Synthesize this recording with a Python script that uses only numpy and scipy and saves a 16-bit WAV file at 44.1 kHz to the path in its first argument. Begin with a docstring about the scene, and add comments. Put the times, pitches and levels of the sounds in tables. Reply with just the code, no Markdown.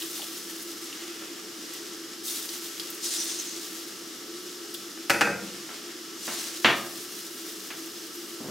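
"""A small kitchen, a stereo microphone close to a hot frying pan, a fan humming behind it.
Batter sizzles as thousands of tiny steam bubbles burst; fat spits, the ladle sloshes, scrapes and taps.
A drip and then a ladleful hit the fat and flare up, and steam whistles out from under the batter.
The ladle is dropped back in its bowl, and the pan is tilted to spread the batter and knocks
down on the glass hob. Worktop, cupboards and walls throw back short echoes."""
import sys
import numpy as np
from scipy import signal
from scipy.fft import rfft, irfft
from scipy.io import wavfile
from scipy.ndimage import uniform_filter1d

SR = 44100
rng = np.random.default_rng(int(sys.argv[2]) if len(sys.argv) > 2 else 0)


def master_out(mix):
    """Clip the mix to full scale and print it as 16-bit PCM to the path in sys.argv[1]."""
    frames = np.transpose(np.atleast_2d(mix))
    ceiling = np.clip(frames, -1, 1)
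    pcm = np.round(ceiling * 32767).astype(np.int16)
    wavfile.write(sys.argv[1], SR, pcm)


N = 374850
TIME = np.arange(N) / SR

# The kitchen's reverberation: (frequency [Hz], t60 [s])
KITCHEN_DECAY = [(100, 0.97), (400, 0.69), (1500, 0.45), (4000, 0.42), (9000, 0.53), (16000, 0.46)]
# Fan air and the quiet hiss of the pan: (frequency [Hz], relative level [dB])
AIR_SPECTRUM = [(20, -30), (70, -26), (125, -15), (190, -7.5), (290, 1.5), (420, -2), (540, -12.5),
                (950, -16), (1700, -9.5), (2450, -17.5), (5400, -7), (8000, -15), (11000, -17.5),
                (15700, -24.5)]
# Resonances of the fan and its duct: (frequency [Hz], width [Hz], level [dB])
FAN_RESONANCES = [(333.4, 27.6, -46.5), (353.6, 4.5, -54.5), (190, 6.8, -67.5), (421, 15, -58.5),
                  (513, 13, -69.5), (1175, 110, -61.5), (1321, 64, -59), (2936, 460, -57), (3390, 220, -61),
                  (5110, 210, -57.5), (12150, 600, -60)]
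# Swells of sizzle from batter on hot fat, and the ladle sloshing through batter near 0.8 s;
# fizz and sputter are boosts before weighting by band:
# (time [s], level [dB], rise [s], hold [s], fade [dB/s], fine fizz [dB], low sputter [dB])
SWELLS = [(-.3, -37.5, 0.083, 0.23, 12.5, 1.5, 9.5), (.78, -46, .05, 0.25, 17, -12, 25.5),
          (1.494, -43.5, 0.19, .05, 14, -8, 13), (2.228, -31.5, 0.04, 0.02, 34, 1.5, 10.5),
          (2.553, -44.5, 0.13, 0.42, 8, -4, 15), (2.998, -31, .045, 0.12, 24, -8, 3.5),
          (3.5, -48.5, 0.13, 0.18, 45, 4, 10), (4.298, -48.5, 0.073, .35, 9, -4, 7),
          (5.35, -47, .1, .1, 11, -6, 22), (6.153, -35, 0.13, 0.15, 45, -5, 10),
          (6.546, -42.5, 0.058, 0.1, 4, 2, 8)]
# Colour of the bursting steam bubbles: (frequency [Hz], relative level [dB])
SIZZLE_SPECTRUM = [(100, -55), (600, -18), (1000, -16.5), (1330, -14), (2020, -9.5), (2430, -11.5),
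                   (3520, -3), (4500, -2), (5720, -0.5), (7600, -3), (9200, -4), (11000, -6), (13000, -6.5),
                   (15800, -10)]
# Fat spitting, and light bumps, scrapes and taps of the ladle:
# (time [s], relative level [dB], pitch [Hz], decay [cycles])
SMALL_CLICKS = [(.02, -18, 3050, .7), (.194, -25, 756, 1.1), (.222, -27, 623, 0.72),
                (.218, -18.5, 3170, .7), (.625, -21, 9000, .3), (.84, -23, 7050, 0.44),
                (.927, -20.5, 2600, .47), (1.735, -20, 8000, 0.24), (2.282, -19, 3540, 4),
                (2.49, -16, 4380, 0.62), (2.797, -12.5, 3400, 0.37), (2.902, -16.5, 12000, 0.46),
                (2.945, -22, 11000, .4), (3.24, -18, 12000, .6), (4.741, -16, 9000, .36),
                (4.745, -17, 3420, 0.37), (8.15, -26, 13000, 2)]
# The ladle landing in its bowl:
# (time [s], relative level [dB], contact [ms], first bounce after [s], bounce against blow [dB])
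LADLE_LANDINGS = [(1.06, -37, 0.18, .04, -8), (1.22, -22, .17, 0.03, -12), (4.975, -27.5, .067, .02, -18),
                  (5.1025, 3.5, 0.079, .04, -7.5), (5.215, 6, .17, .057, -5)]
# Clack of ladle and bowl: (frequency [Hz], gain [dB])
LADLE_CLACK = [(40, -22), (110, -13.5), (220, -1), (450, -3), (600, -0.5), (850, -0.5), (1080, -7.5),
               (1450, 4.5), (2200, 0.5), (2620, 2.5), (3150, -10), (5500, -5), (10000, -8.5), (16000, -14)]
# Ring of ladle and bowl: (frequency [Hz], relative level [dB], t60 [s])
LADLE_RING = [(199, -42, .18), (334, -40, .21), (565, -38, .1), (813, -44, .18), (940, -40, .1),
              (1287, -36, .17), (1400, -29, .25), (1560, -32, .07), (1776, -30, .06), (2540, -35, .08)]
# Steam squeezing out under the poured batter: (time [s], level [dB], half length [s])
STEAM_JETS = [(3.056, -42, .02), (3.205, -33.5, 0.031), (3.3, -44, .1), (3.4, -32.5, 0.012),
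              (3.498, -42.5, 0.054)]
# The pan meeting the hob:
# (time [s], relative level [dB], contact [ms], first bounce after [s], bounce against blow [dB])
PAN_LANDINGS = [(5.69, -16.5, 0.28, 0.036, -9), (5.89, -25, .22, 0.018, -21), (6.278, -7, 0.3, 0.033, -10),
                (6.646, 7.5, 0.09, 0.039, -10), (7.704, -18, 0.042, .03, -17), (8.403, -1, 1.6, 0.039, -1),
                (8.485, -1, 1.2, .04, -8)]
# Clack of the pan on glass: (frequency [Hz], gain [dB])
PAN_CLACK = [(40, -13), (95, -17), (140, -5), (280, 4), (480, -2), (660, 1), (900, -0.5), (1200, 3),
             (2800, 5), (3800, 0.5), (5000, -7.5), (7500, -14), (16000, -61)]
# Ring of the pan: (frequency [Hz], relative level [dB], t60 [s])
PAN_RING = [(253, -40, .35), (355, -41, .3), (646, -41, .25), (820, -43, .3), (1015, -43, .3),
            (1125, -39, .3), (1345, -41, .3), (1749, -41, .3), (1836, -40, .33), (2050, -42, .3),
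            (2195, -38, .33), (2432, -40, .3), (2750, -41, .28), (2853, -38, .2), (3101, -42, .22),
            (3591, -35, .11)]
# Stereo width at the microphone: (frequency [Hz], side gain [dB])
SIDE_GAIN = [(100, -5), (300, -19), (600, -4), (2000, -8), (4500, -8), (9000, -8.5), (15000, -10.5)]


def amp(db):
    return 10 ** (np.asarray(db) / 20)


def unit_rms(x):
    return x / np.sqrt(np.mean(x ** 2) + 1e-20)


def curve_at(points, hz):
    point_hz, value = np.transpose(points)
    return np.interp(np.log(hz + 1), np.log(point_hz + 1), value)


def add_at(mix, s, sound):
    part = mix[round(s * SR):][:len(sound)]
    part += sound[:len(part)]


def coloured(x, points):
    """Filters by a spectrum in dB."""
    size = x.shape[-1]
    return irfft(rfft(x) * amp(curve_at(points, np.fft.rfftfreq(size, 1 / SR))), size)


def minimum_phase(db):
    """The briskest impulse response with this gain over the full circle of frequencies."""
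    return np.fft.ifft(np.exp(np.conj(signal.hilbert(np.log(amp(db)))))).real


def noise_band(hz, width_hz):
    """Mid and side noise through a steep resonance that follows the curve hz."""
    turn = np.exp(2j * np.pi * np.cumsum(hz * np.ones(N)) / SR)
    pole = np.exp(-np.pi * width_hz / SR)
    band = signal.lfilter([(1 - pole) ** 2], [1, -2 * pole, pole ** 2], rng.standard_normal((2, N)) / turn)
    return unit_rms((turn * band).real)


def kitchen(x, wet_db, near_db, near_t60=0.045):
    """Direct sound, dense echoes off worktop and cupboards, and the room's tail; gives mid and side."""
    t = np.arange(SR // 2) / SR
    early, late = rng.choice([-1, 1], (2, 2, len(t))) * (rng.random((2, 2, len(t))) < .2)
    near = early * amp(-60 * t / near_t60)
    hz, age, spectra = signal.stft(late, SR, nperseg=256)
    decay = amp(-60 * age / curve_at(KITCHEN_DECAY, hz)[:, None])
    tail = signal.istft(spectra * decay, SR, nperseg=256)[1][:, :len(t)]
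    tail *= 1 - np.exp(-t / 0.0072)
    echo = amp(near_db) * near / np.linalg.norm(near[0]) + amp(wet_db) * tail / np.linalg.norm(tail[0])
    echo[0, 0] += 1  # the direct path, in the mid only
    # the room spreads sound in time but leaves its broad colour alone
    power = uniform_filter1d(abs(np.fft.fft(echo)) ** 2, size=60, mode="wrap")
    echo = signal.fftconvolve(echo, minimum_phase(-10 * np.log10(power))[:, :2048], axes=1)
    return signal.fftconvolve(x[None], echo, axes=1)[:, :N]


def fan(air_db=-44):
    """Rushing air with the narrow, restless resonances of fan and duct."""
    hz = np.fft.rfftfreq(N, 1 / SR)
    power = (amp(air_db) * unit_rms(amp(curve_at(AIR_SPECTRUM, hz)))) ** 2
    for centre, width, db in FAN_RESONANCES:
        peak = 1 / (1 + (2 * (hz - centre) / width) ** 2)
        power += (amp(db) * unit_rms(peak)) ** 2
    return irfft(rfft(rng.standard_normal((2, N))) * np.sqrt(power), N)


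def swell_levels(t, simmer_db=-48.5, sputter_lag_db=31, sputter_lag_s=0.096):
    """The simmer, then each swell as it rises, holds and fades: (level, fizz, sputter) over time."""
    steady = np.ones(len(t))
    layers = [np.outer((simmer_db, -26, 13), steady)]  # little fizz, plenty of sputter
    for s, db, rise_s, hold_s, fade_db_per_s, fizz_db, sputter_db in SWELLS:
        age = np.maximum(t - s, 0)
        risen_db = 20 * np.log10(np.clip(age / rise_s, 1e-5, 1))
        faded_db = fade_db_per_s * np.maximum(age - rise_s - hold_s, 0)
        # big bubbles take time to grow, so a fresh swell lacks low sputter
        young_db = sputter_lag_db * np.exp(-age / sputter_lag_s)
        layers.append([db + risen_db - faded_db, fizz_db * steady, sputter_db - young_db])
    return np.array(layers)


def sizzle(bursts_per_s=5000, spread_db=3.0, flutter_db=1.43):
    """Tiny steam bubbles burst, brighter under fresh batter; one dull swell is the ladle's slosh."""
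    size = amp(spread_db * np.minimum(rng.exponential(1, N), 6)) * rng.choice([-1, 1], N)
    bursts = kitchen(size * (rng.random(N) < bursts_per_s / SR), wet_db=-0.5, near_db=3.5)
    hz, t, spectra = signal.stft(unit_rms(coloured(bursts, SIZZLE_SPECTRUM)), SR, nperseg=512)
    fizz_weight = curve_at([(7500, 0.028), (13000, 0.93)], hz)[:, None]
    sputter_weight = curve_at([(2600, 0.53), (4200, 0)], hz)[:, None]
    power = sum(amp(db + fizz_weight * fizz + sputter_weight * sputter) ** 2
                for db, fizz, sputter in swell_levels(t))
    flutter = unit_rms(uniform_filter1d(rng.standard_normal(len(t)), size=5))
    return signal.istft(spectra * np.sqrt(power) * amp(flutter_db * flutter), SR, nperseg=512)[1][:, :N]


def crackle(limit_db=-36, ticks_per_s=60, spread_db=3.0, below_db=-9.5):
    """Single droplets of fat snap above the hiss, louder as it swells, up to a limit."""
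    size = amp(spread_db * np.minimum(rng.exponential(1, N), 3.5)) * (rng.random(N) < ticks_per_s / SR)
    ticks = coloured(size * rng.choice([-1, 1], N), [(500, -50), (2500, -2), (6000, -2), (16000, 0)])
    t = TIME[::256]
    level = np.sqrt(sum(amp(db + .5 * fizz) ** 2 for db, fizz, _ in swell_levels(t)))
    swell = amp(below_db) * np.interp(TIME, t, np.minimum(level, amp(limit_db)))
    return kitchen(unit_rms(ticks) * swell, wet_db=-12, near_db=19)


def small_clicks(spray_s=0.0022):
    """Each spit of fat or light touch of the ladle is a short spray of damped clicks."""
    out, t = np.zeros(N), np.arange(SR // 8) / SR
    for s, db, hz, cycles in SMALL_CLICKS:
        click = t * np.cos(2 * np.pi * hz * t) * np.exp(-hz * t / cycles)
        spray = signal.fftconvolve(np.diff(click), rng.standard_normal(len(t)) * np.exp(-t / spray_s))
        add_at(out, s, amp(db) * spray / np.linalg.norm(spray))
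    return amp(8.0) * kitchen(out, wet_db=4.5, near_db=12)


def bouncing(landings, edge_s, edge_db, edge_contact, soft_ms, softening, loss_db, gap_ratio=.38):
    """A main blow, another edge's touch, three quickening bounces: (time [s], level [dB], contact [ms])."""
    blows = []
    for s, db, contact_ms, gap_s, bounce_db in landings:
        blows += [(s, db, contact_ms), (s + edge_s, db + edge_db, contact_ms * edge_contact)]
        for k in range(3):
            s += gap_s * gap_ratio ** k
            blows.append((s, db + bounce_db - loss_db * k, contact_ms + soft_ms * softening ** k))
    return blows


def knocks(blows, body, modes, ring_db, chatter, chatter_s=0.0033):
    """Chattering force pulses, duller the longer the contact, drive a short clack and ringing modes."""
    force, t = np.zeros(N), np.arange(SR // 2) / SR
    brief = t[:600]
    for s, db, contact_ms in blows:
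        progress = np.pi * brief * 1000 / contact_ms
        push = progress * np.exp(-progress)
        rebounds = rng.standard_normal(len(brief)) * np.exp(-brief / chatter_s)
        rebounds *= chatter / np.linalg.norm(rebounds)
        rebounds[0] += 1
        scatter = irfft(np.exp(1j * np.angle(rfft(rebounds))))  # smears the blow without colouring it
        add_at(force, s, amp(db) * np.convolve(push / push.sum(), scatter))
    clack = minimum_phase(curve_at(body, abs(np.fft.fftfreq(len(t), 1 / SR))))
    ring = sum(amp(db - 60 * t / t60) * np.cos(2 * np.pi * hz * t) for hz, db, t60 in modes)
    return signal.fftconvolve(force, clack + amp(ring_db) * ring)[:N]


def ladle():
    """The ladle clatters into its bowl, each bounce duller than the last, and both ring briefly."""
    blows = bouncing(LADLE_LANDINGS, edge_s=-.0053, edge_db=-4.5, edge_contact=0.49,
                     soft_ms=0.29, softening=1.94, loss_db=0.0)
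    clatter = knocks(blows, LADLE_CLACK, LADLE_RING, ring_db=-14.0, chatter=1.37)
    return amp(15.5) * kitchen(clatter, wet_db=3.5, near_db=8.0, near_t60=0.041)


def steam(whistle_hz=5850, rise_hz=490, rise_at_s=3.29, rise_s=0.046, rush_db=-42):
    """Jets whistle and rise as the batter sets, under a brief higher rush while the ladleful spreads."""
    hz = whistle_hz + rise_hz * (1 + np.tanh((TIME - rise_at_s) / rise_s)) / 2
    jets = sum(amp(db) * np.exp(-((TIME - s) / half_s) ** 2) for s, db, half_s in STEAM_JETS)
    whistle = noise_band(hz, width_hz=700)
    rush = noise_band(hz=9200, width_hz=2400)
    spreading = np.interp(TIME, [3.02, 3.06, 3.22, 3.45], [0, 1, 1, 0])
    return whistle * jets + amp(rush_db) * rush * spreading


def pan():
    """The tilted pan knocks and bounces on the glass hob: a clack, a faint ring and plenty of room."""
    blows = bouncing(PAN_LANDINGS, edge_s=.009, edge_db=-12.5, edge_contact=1.5,
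                     soft_ms=0.13, softening=0.62, loss_db=0.8)
    clatter = knocks(blows, PAN_CLACK, PAN_RING, ring_db=-32, chatter=0.34)
    return amp(15.5) * kitchen(clatter, wet_db=10.5, near_db=13.5, near_t60=0.14)


def scene(knock_side_db=-6.5, lean_left_db=.2):
    """All sources meet at the microphone as mid and side, the knocks nearly mono; gives left and right."""
    cookware = (ladle() + pan()) * amp([[0], [knock_side_db]])
    mid, side = fan() + sizzle() + crackle() + small_clicks() + steam() + cookware
    side = coloured(side, SIDE_GAIN)
    return np.array([mid + side, mid - side]) * amp([[lean_left_db], [-lean_left_db]])


def record(dry, low_cut_hz=87.6, band_limit_hz=15850):
    """The microphone's bass roll-off and the band limit of the recorder."""
    thin = signal.sosfilt(signal.butter(2, low_cut_hz, "high", fs=SR, output="sos"), dry)
    lowpass = signal.firwin(1023, band_limit_hz, window=("kaiser", 9), fs=SR)
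    return signal.oaconvolve(thin, lowpass[None], "same")


dry = scene()
out = record(dry)
master_out(out)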